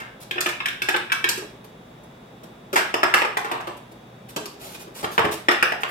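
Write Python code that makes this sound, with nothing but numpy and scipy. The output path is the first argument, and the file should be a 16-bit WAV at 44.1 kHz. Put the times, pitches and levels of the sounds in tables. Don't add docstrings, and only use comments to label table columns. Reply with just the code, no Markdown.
import sys
import numpy as np
from scipy import signal
from scipy.fft import rfft, irfft
from scipy.io import wavfile

SR = 44100
rng = np.random.default_rng(int(sys.argv[2]) if len(sys.argv) > 2 else 0)


def wav_out(sig):
    wavfile.write(sys.argv[1], SR, np.round(np.clip(np.atleast_2d(sig).T, -1, 1) * 32767).astype(np.int16))


N = 260190

# (frequency [Hz], level [dB], t60 [s])
WALL_MODES = [(1166, 4.5, 0.0054), (1450, 7.5, 0.0061), (1638, 10, 0.024), (1730, -10.5, 0.028),
              (2190, 1, 0.033), (2220, -3.5, 0.018), (2570, 1.5, 0.031), (2896, -6.5, 0.0069),
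              (3170, -4, 0.0022), (3610, -6, 0.0051)]
BASE_MODES = [(480, -10, 0.04), (595, -13, 0.025), (805, 5.5, 0.0062), (896, -12.5, 0.02),
              (1043, -1.5, 0.013), (1198, -5.5, 0.011), (1410, -25, 0.024)]
HOLLOW_MODES = [(324, -5, 0.023), (363, -3.5, 0.097), (393, -24, 0.019), (467, -9.5, 0.043)]
RIM_MODES = [(1110, -21, .18), (1634, -14, 0.25), (1678, -10, 0.3), (2200, -19, .12), (2540, 2, .13),
             (2740, -15, .14), (3470, -12, .09), (4950, 7, 0.055), (5170, 6, .1), (5205, 6.5, 0.11),
             (5260, -5, 0.083), (8150, -6, 0.063), (7920, -4, 0.061)]
BOARD_MODES = [(91.5, -24.5, 0.36), (149, 2, 0.051), (214, -10, 0.086), (316, 0, 0.17), (426.2, 4, 0.12),
               (598, 1, 0.016), (864, -3, 0.018)]
FLOOR_MODES = [(81, -18, 0.16), (106, 11, 0.11), (130, 1, 0.11), (165, -6, 0.037), (250, 7, 0.06)]

# (frequency [Hz], density [dB])
CRACKLE_SPECTRUM = [(200, -43), (1500, -9), (3000, -3), (4200, -0.5), (5300, -1), (6800, -4), (8200, -2),
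                    (10000, -8), (12500, -4), (14500, -16), (16000, -17.5)]
SLIDE_SPECTRUM = [(100, -5.5), (600, 4.5), (1000, 2), (1900, -3.5), (2400, -1.5), (3700, -1.5),
                  (5200, -4.5), (8000, -4.5), (12000, -2.5), (14500, -8.5), (16000, -13)]
AIR_SPECTRUM = [(15, -90), (25, -21), (59, -5.5), (87, -14.5), (120, -1.5), (223, -1.5), (309, -7),
                (363, -6.5), (439, -6), (714, -8), (1560, -17), (3620, -24.5), (4030, -29), (11000, -38.5),
                (16000, -38)]

# (time [s], contact [ms],
# level [dB], base re level [dB], crackle re level [dB], wall tilt [dB/octave])
SNAP_TICK_EVENTS = [(0.3107, 2.8, -24, -11, -15, 23), (0.3813, 4.2, -25, -3, -30, -6),
                    (0.4064, 3.6, -29.5, -28, 6.5, 5.5), (0.4605, 7.6, -20.5, -6, -12, 1),
                    (0.489, 5.1, -28, -17, -7.5, 9), (0.6032, 2.8, -25.5, -17, -30, 11),
                    (0.6573, 3, -21, -13.5, -13, 5), (0.6841, 3.4, -26.5, -21, -11.5, 20),
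                    (0.8184, 2.8, -21.5, -13, -10, 14.5), (0.8868, 4.8, -17.5, -5.5, -10.5, 8),
                    (0.9431, 6.3, -21, -0.5, -30, -1), (0.9621, 3.8, -25, -16, -9.5, 9),
                    (1.0996, 3.3, -31, -14, -30.5, -1), (1.119, 6.5, -17, -21.5, -11.5, 6),
                    (1.2419, 3, -16.5, -12.5, -16.5, 5.5), (1.2885, 4.9, -27.5, -2.5, 7.5, 4),
                    (4.362, 8.3, -32, -1, 1.5, 7), (4.4567, 3.3, -44, 5, 8, 18),
                    (4.745, 11, -41, -4, -4, 20)]
# (time [s], contact [ms], level [dB], landing [0 flat, 1 on rim], crackle re level [dB])
KNOCK_EVENTS = [(2.758, 11, -16.5, 0.58, -8), (2.9409, 2.6, -20, 0.88, -13.5),
                (3.0317, 3.9, -15.5, 0.91, -17), (3.1392, 4.9, -13.5, 0.19, -9.5),
                (3.2185, 4.3, -20, 0.11, -20), (3.249, 5.4, -23, .4, -19), (3.37, 4.1, -21.5, 0.088, -10.5),
                (5.0429, 5.3, -24, .4, -15.5), (5.1793, 1.6, -16, 0.28, -22), (5.1908, 2, -21, .2, -14.5),
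                (5.245, 11, -21.5, 0.42, -17), (5.485, 3.3, -15, 0.93, -19), (5.626, 1.4, -16, 0.65, -11.5),
                (5.7213, 2.2, -24, 0.56, -17.5), (5.8335, 0.34, -23, .15, -17.5)]
# (time [s], contact [ms], level [dB], landing [0 flat, 1 on rim])
SKID_EVENTS = [(0.0, 6.8, -36, 0.31), (2.772, 11, -21.5, 0.17), (3.159, 45, -25, 0.4),
               (5.51, 9.9, -19, 0.44)]
# (time [s], level [dB], crackle re level [dB])
NUDGE_EVENTS = [(0.3582, -34, -24), (1.374, -34, -3.5), (2.729, -23.5, -9), (4.873, -43.5, -20),
                (5.029, -34.5, -5.5)]
# (time into turn [s], level [dB])
DENT_TAPS = [(0, -28.5), (.068, -24)]
# (time [s], length [s], level [dB])
PUSH_EVENTS = [(0.198, 0.044, -43.5), (4.283, 0.03, -43), (4.587, 0.11, -41), (4.671, .11, -43.5),
               (4.784, 0.054, -43), (4.937, 0.091, -39), (5.102, .068, -40), (5.308, 0.042, -31),
               (5.801, 0.028, -43), (5.882, .034, -43)]
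# (time [s], pad [dB], claws [dB])
STEP_EVENTS = [(1.42, -39, -56), (1.64, -48, -47.5), (2.03, -55, -56), (2.431, -42, -47),
               (3.766, -54, -47.5), (3.913, -49, -51), (4.363, -28.5, -53), (4.557, -48, -65),
               (5.03, -28.5, -43)]
# (time [s], level [dB])
THUMP_EVENTS = [(5.184, -29.5), (5.243, -27.5), (5.295, -35)]

# (frequency [Hz], energy re direct [dB], t60 [s])
ROOM_TAIL = [(100, -8.5, 0.27), (347, 1, 0.45), (690, 3, 0.35), (1520, 1, 0.42), (2810, 0, 0.52),
             (5900, 2, 0.36), (10000, -2.5, 0.36), (16000, -5, 0.35)]
# (delay [s], level [dB])
ROOM_ECHOES = [(.0028, -3.5), (.0052, -3.5), (0.0108, -13.5), (0.0226, -15.5)]
# (frequency [Hz], rms level [dB])
HUM_TONES = [(60, -78), (120, -58), (240, -64.5), (3360, -70.5), (3480, -69.5), (3600, -85), (3720, -69),
             (3840, -72.5)]

FLAT_DB, ON_RIM_DB = (-27, -32), (-6.5, -13)
SOFT_RIM_DB = -24
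DENT_TOP_HZ = 2470
FLOOR_SPOTS = 7


def snaps_and_ticks():
    for time_s, ms, db, push_db, crackle_db, tilt_db_oct in SNAP_TICK_EVENTS:
        yield time_s, can(ms, rattle=.03, tilt_db_oct=tilt_db_oct, wall_db=db, base_db=db + push_db,
                          hollow_db=db + push_db - 6, crackle_db=db + crackle_db,
                          rim_db=db + SOFT_RIM_DB)


def knocks(hard_db=-15, wall_growth=.98):
    for time_s, ms, db, on_rim, crackle_db in KNOCK_EVENTS:
        hollow_db, rim_db = db + landing_db(on_rim)
        wall_db = db + wall_growth * (db - hard_db)
        yield time_s, can(ms, rattle=.024, tilt_db_oct=-23.5, wall_db=wall_db, base_db=db,
                          hollow_db=hollow_db, crackle_db=db + crackle_db, rim_db=rim_db)


def skids():
    for time_s, ms, db, on_rim in SKID_EVENTS:
        hollow_db, rim_db = db + landing_db(on_rim)
        yield time_s, can(ms, rattle=.67, tilt_db_oct=-5, wall_db=db + .5, base_db=db - 4,
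                          hollow_db=hollow_db, crackle_db=db - 2.5 - 25 * on_rim, rim_db=rim_db)


def nudges():
    for time_s, db, crackle_db in NUDGE_EVENTS:
        yield time_s, can(ms=14.7, rattle=.08, tilt_db_oct=1, wall_db=db - 21, base_db=db - 9.5,
                          hollow_db=db, crackle_db=db + crackle_db, rim_db=db + SOFT_RIM_DB)


def roll(start_s=3.446, turn_s=.157, turns=2, loss_db_per_turn=6):
    for turn in range(turns):
        for offset_s, dent_db in DENT_TAPS:
            db = dent_db - loss_db_per_turn * turn
            tap = can(ms=6.7, rattle=.24, tilt_db_oct=14, wall_db=db - 13, base_db=db,
                      hollow_db=db - 13, crackle_db=db - 14, rim_db=db - 40)
            yield start_s + turn_s * turn + offset_s, tap


def landing_db(on_rim):
    return np.array(FLAT_DB) + on_rim * np.subtract(ON_RIM_DB, FLAT_DB)


def can(ms, rattle, tilt_db_oct, wall_db, base_db, hollow_db, crackle_db, rim_db):
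    force = contact(ms, rattle)
    blunt_force = butter(force, 3300, "low", order=6)
    dent_modes = [(hz, db + tilt_db_oct * np.log2(min(hz, DENT_TOP_HZ) / WALL_MODES[0][0]), t60_s)
                  for hz, db, t60_s in WALL_MODES]
    wall = unit_attack(butter(ring(blunt_force, dent_modes, detune=.044), 800, "high"))
    base = unit_attack(butter(ring(blunt_force, BASE_MODES, detune=.067), 300, "high"))
    hollow = unit_attack(butter(ring(blunt_force, HOLLOW_MODES, detune=.0086), 300, "high"))
    spinning_rim = ring(force, RIM_MODES, detune=.0021) * tumble(len(force))
    rim = unit_attack(butter(spinning_rim, 800, "high"))
    gains = from_db([wall_db, base_db, hollow_db, crackle_db, rim_db])
    return -from_db(-2.5) * gains @ np.array([wall, base, hollow, crackle(ms, rattle), rim])


def contact(ms, rattle=0, chatter=.46, clicks_per_s=3000, rattle_s=.047):
    t = np.arange(SR // 3) / SR
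    clicks = rng.standard_normal(len(t)) * (rng.random(len(t)) < clicks_per_s / SR)
    buckling = np.exp(-(t * 1000 / ms) ** 4)
    force = clicks * (chatter * buckling + rattle * np.exp(-t / rattle_s))
    force[0] = 1
    return force


def ring(force, modes, detune):
    out = 0
    for (hz, db, t60_s), (bend, strength) in zip(modes, rng.standard_normal((len(modes), 2))):
        radius = np.exp(-np.log(1000) / (t60_s * SR))
        angle = 2 * np.pi * hz * (1 + detune * bend) / SR
        mode = signal.lfilter([1, 0, -1], [1, -2 * radius * np.cos(angle), radius ** 2], force + 1e-18)
        out = out + from_db(db + 2 * strength) * unit_attack(mode)
    return unit_attack(out)


def crackle(ms, rattle, grains_per_s=5000, spread_ms=2):
    t_ms = np.arange(SR // 3) / SR * 1000
    grains = rng.laplace(size=len(t_ms)) * (rng.random(len(t_ms)) < grains_per_s / SR)
    swell = (1 - np.exp(-2 * t_ms)) * np.exp(-(t_ms / (ms + spread_ms)) ** 2)
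    settling = rattle * np.exp(-t_ms / 25)
    return unit_attack(coloured(grains * (swell + settling), CRACKLE_SPECTRUM))


def tumble(size, depth=.99, knots_per_s=70):
    knots = np.r_[0, np.abs(rng.standard_normal(256))]
    dips = np.interp(np.arange(size) / SR * knots_per_s, np.arange(len(knots)), knots)
    return np.exp(-depth * dips)


def pushes():
    for time_s, length_s, db in PUSH_EVENTS:
        yield time_s, scuff(length_s, db)


def scuff(length_s, db, slips_per_s=6300):
    size = int(length_s * SR)
    slips = rng.standard_normal(SR)[:size] * (rng.random(SR)[:size] < slips_per_s / SR)
    hiss = coloured(slips * signal.windows.tukey(size, .5), SLIDE_SPECTRUM)
    return from_db(db - 4.5) * hiss / rms(hiss)


def dog(pad_hz=1180, body_hz=404, claw_s=.016, patter_start_s=2, patter_step_s=.21):
    for time_s, pad_db, claw_db in STEP_EVENTS:
        yield time_s, thud(pad_db, BOARD_MODES, pad_hz)
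        yield time_s, scuff(claw_s, claw_db)
    for step in range(4):
        time_s = patter_start_s + patter_step_s * (step + rng.uniform(-.1, .101))
        yield time_s, thud(-56, BOARD_MODES, pad_hz)
    for time_s, db in THUMP_EVENTS:
        yield time_s, thud(db, FLOOR_MODES, body_hz) + thud(db + 5, BOARD_MODES, pad_hz)


def thud(db, modes, cutoff_hz):
    wood = ring(contact(ms=14.3), modes, detune=.042)
    return from_db(db - 1.5) * butter(wood, [85, cutoff_hz], "band")


def room(track, build_s=.0071, left_lead_s=.0004, size=32768):
    t = np.arange(size) / SR
    hz, noise = diffuse_spectrum(size, apart_hz=525)
    edges_hz = np.r_[0, np.geomspace(140, SR / 2, 13)]
    build_up = 1 - np.exp(-(t / build_s) ** 2)
    response = np.zeros((2, size))
    for low_hz, high_hz in zip(edges_hz, edges_hz[1:]):
        centre_hz = (low_hz + high_hz) / 2
        t60_s = at_hz(ROOM_TAIL, centre_hz, column=2)
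        band = irfft(noise * ((hz >= low_hz) & (hz < high_hz)), size)
        tail = band * np.exp(-np.log(1000) * t / t60_s) * build_up
        direct_rms = np.sqrt(2 * (high_hz - low_hz) / SR / size)
        response += from_db(at_hz(ROOM_TAIL, centre_hz)) * direct_rms * tail / rms(tail)
    lead_s = left_lead_s * (1 + .06 * rng.uniform(-1, 1))
    response[[0, 1], [0, round(lead_s * SR)]] += 1
    for delay_s, db in ROOM_ECHOES:
        arrivals_s = delay_s * rng.uniform(.85, 1.15) + rng.uniform(0, 2 * left_lead_s, 2)
        response[[0, 1], (arrivals_s * SR).astype(int)] += from_db(db)
    return signal.oaconvolve(track[None], response, axes=1)[:, :N]


def background(air_db=-45.5):
    hz, noise = diffuse_spectrum(N, apart_hz=510)
    air = irfft(noise * from_db(at_hz(AIR_SPECTRUM, hz)), N)
    t = np.arange(N) / SR
    hum = sum(np.sqrt(2) * from_db(db) * np.sin(2 * np.pi * (tone_hz * t + rng.random()))
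              for tone_hz, db in HUM_TONES)
    return from_db(air_db) * air / rms(air) + hum


def diffuse_spectrum(size, apart_hz, treble_coherence=.019):
    hz = np.arange(size // 2 + 1) * SR / size
    coherence = treble_coherence + (1 - treble_coherence) / (1 + (hz / apart_hz) ** 4)
    mid, side = rfft(rng.standard_normal((2, size)))
    return hz, np.sqrt(1 + coherence) * mid + np.sqrt(1 - coherence) * side * [[1], [-1]]


def deal_to_spots(events):
    tracks = np.zeros((FLOOR_SPOTS, N))
    for k, (time_s, sound) in enumerate(events):
        start = int(time_s * SR)
        tracks[k % FLOOR_SPOTS, start:start + len(sound)] += sound[:N - start]
    return tracks


def coloured(x, spectrum, size=1024):
    hz = np.linspace(0, SR / 2, size // 2 + 1)
    cepstrum = irfft(np.log(from_db(at_hz(spectrum, hz))))
    causal_fold = np.r_[1, np.full(size // 2 - 1, 2), np.zeros(size // 2)]
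    response = irfft(np.exp(rfft(cepstrum * causal_fold)))
    return signal.fftconvolve(x, response)[:len(x)]


def butter(x, hz, kind, order=2):
    return signal.sosfilt(signal.butter(order, hz, kind, fs=SR, output="sos"), x)


def at_hz(table, hz, column=1):
    table = np.array(table)
    return np.interp(np.log(np.maximum(hz, 1)), np.log(table[:, 0]), table[:, column])


def unit_attack(x):
    return x / rms(x[:int(.015 * SR)])


def from_db(db):
    return 10 ** (np.asarray(db) / 20)


def rms(x):
    return np.sqrt(np.mean(x ** 2) + 1e-20)


def scene(right_db=.65):
    sources = (snaps_and_ticks, knocks, skids, nudges, roll, pushes, dog)
    tracks = sum(deal_to_spots(source()) for source in sources)
    return sum(room(track) for track in tracks) * from_db([[0], [right_db]]) + background()


def record(dry, low_hz=36, high_hz=16000):
    rounded = .95 * np.tanh(dry / .95)
    lean = butter(rounded, low_hz, "high")
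    return signal.sosfilt(signal.ellip(10, .1, 80, high_hz, fs=SR, output="sos"), lean)


dry = scene()
out = record(dry)
wav_out(out)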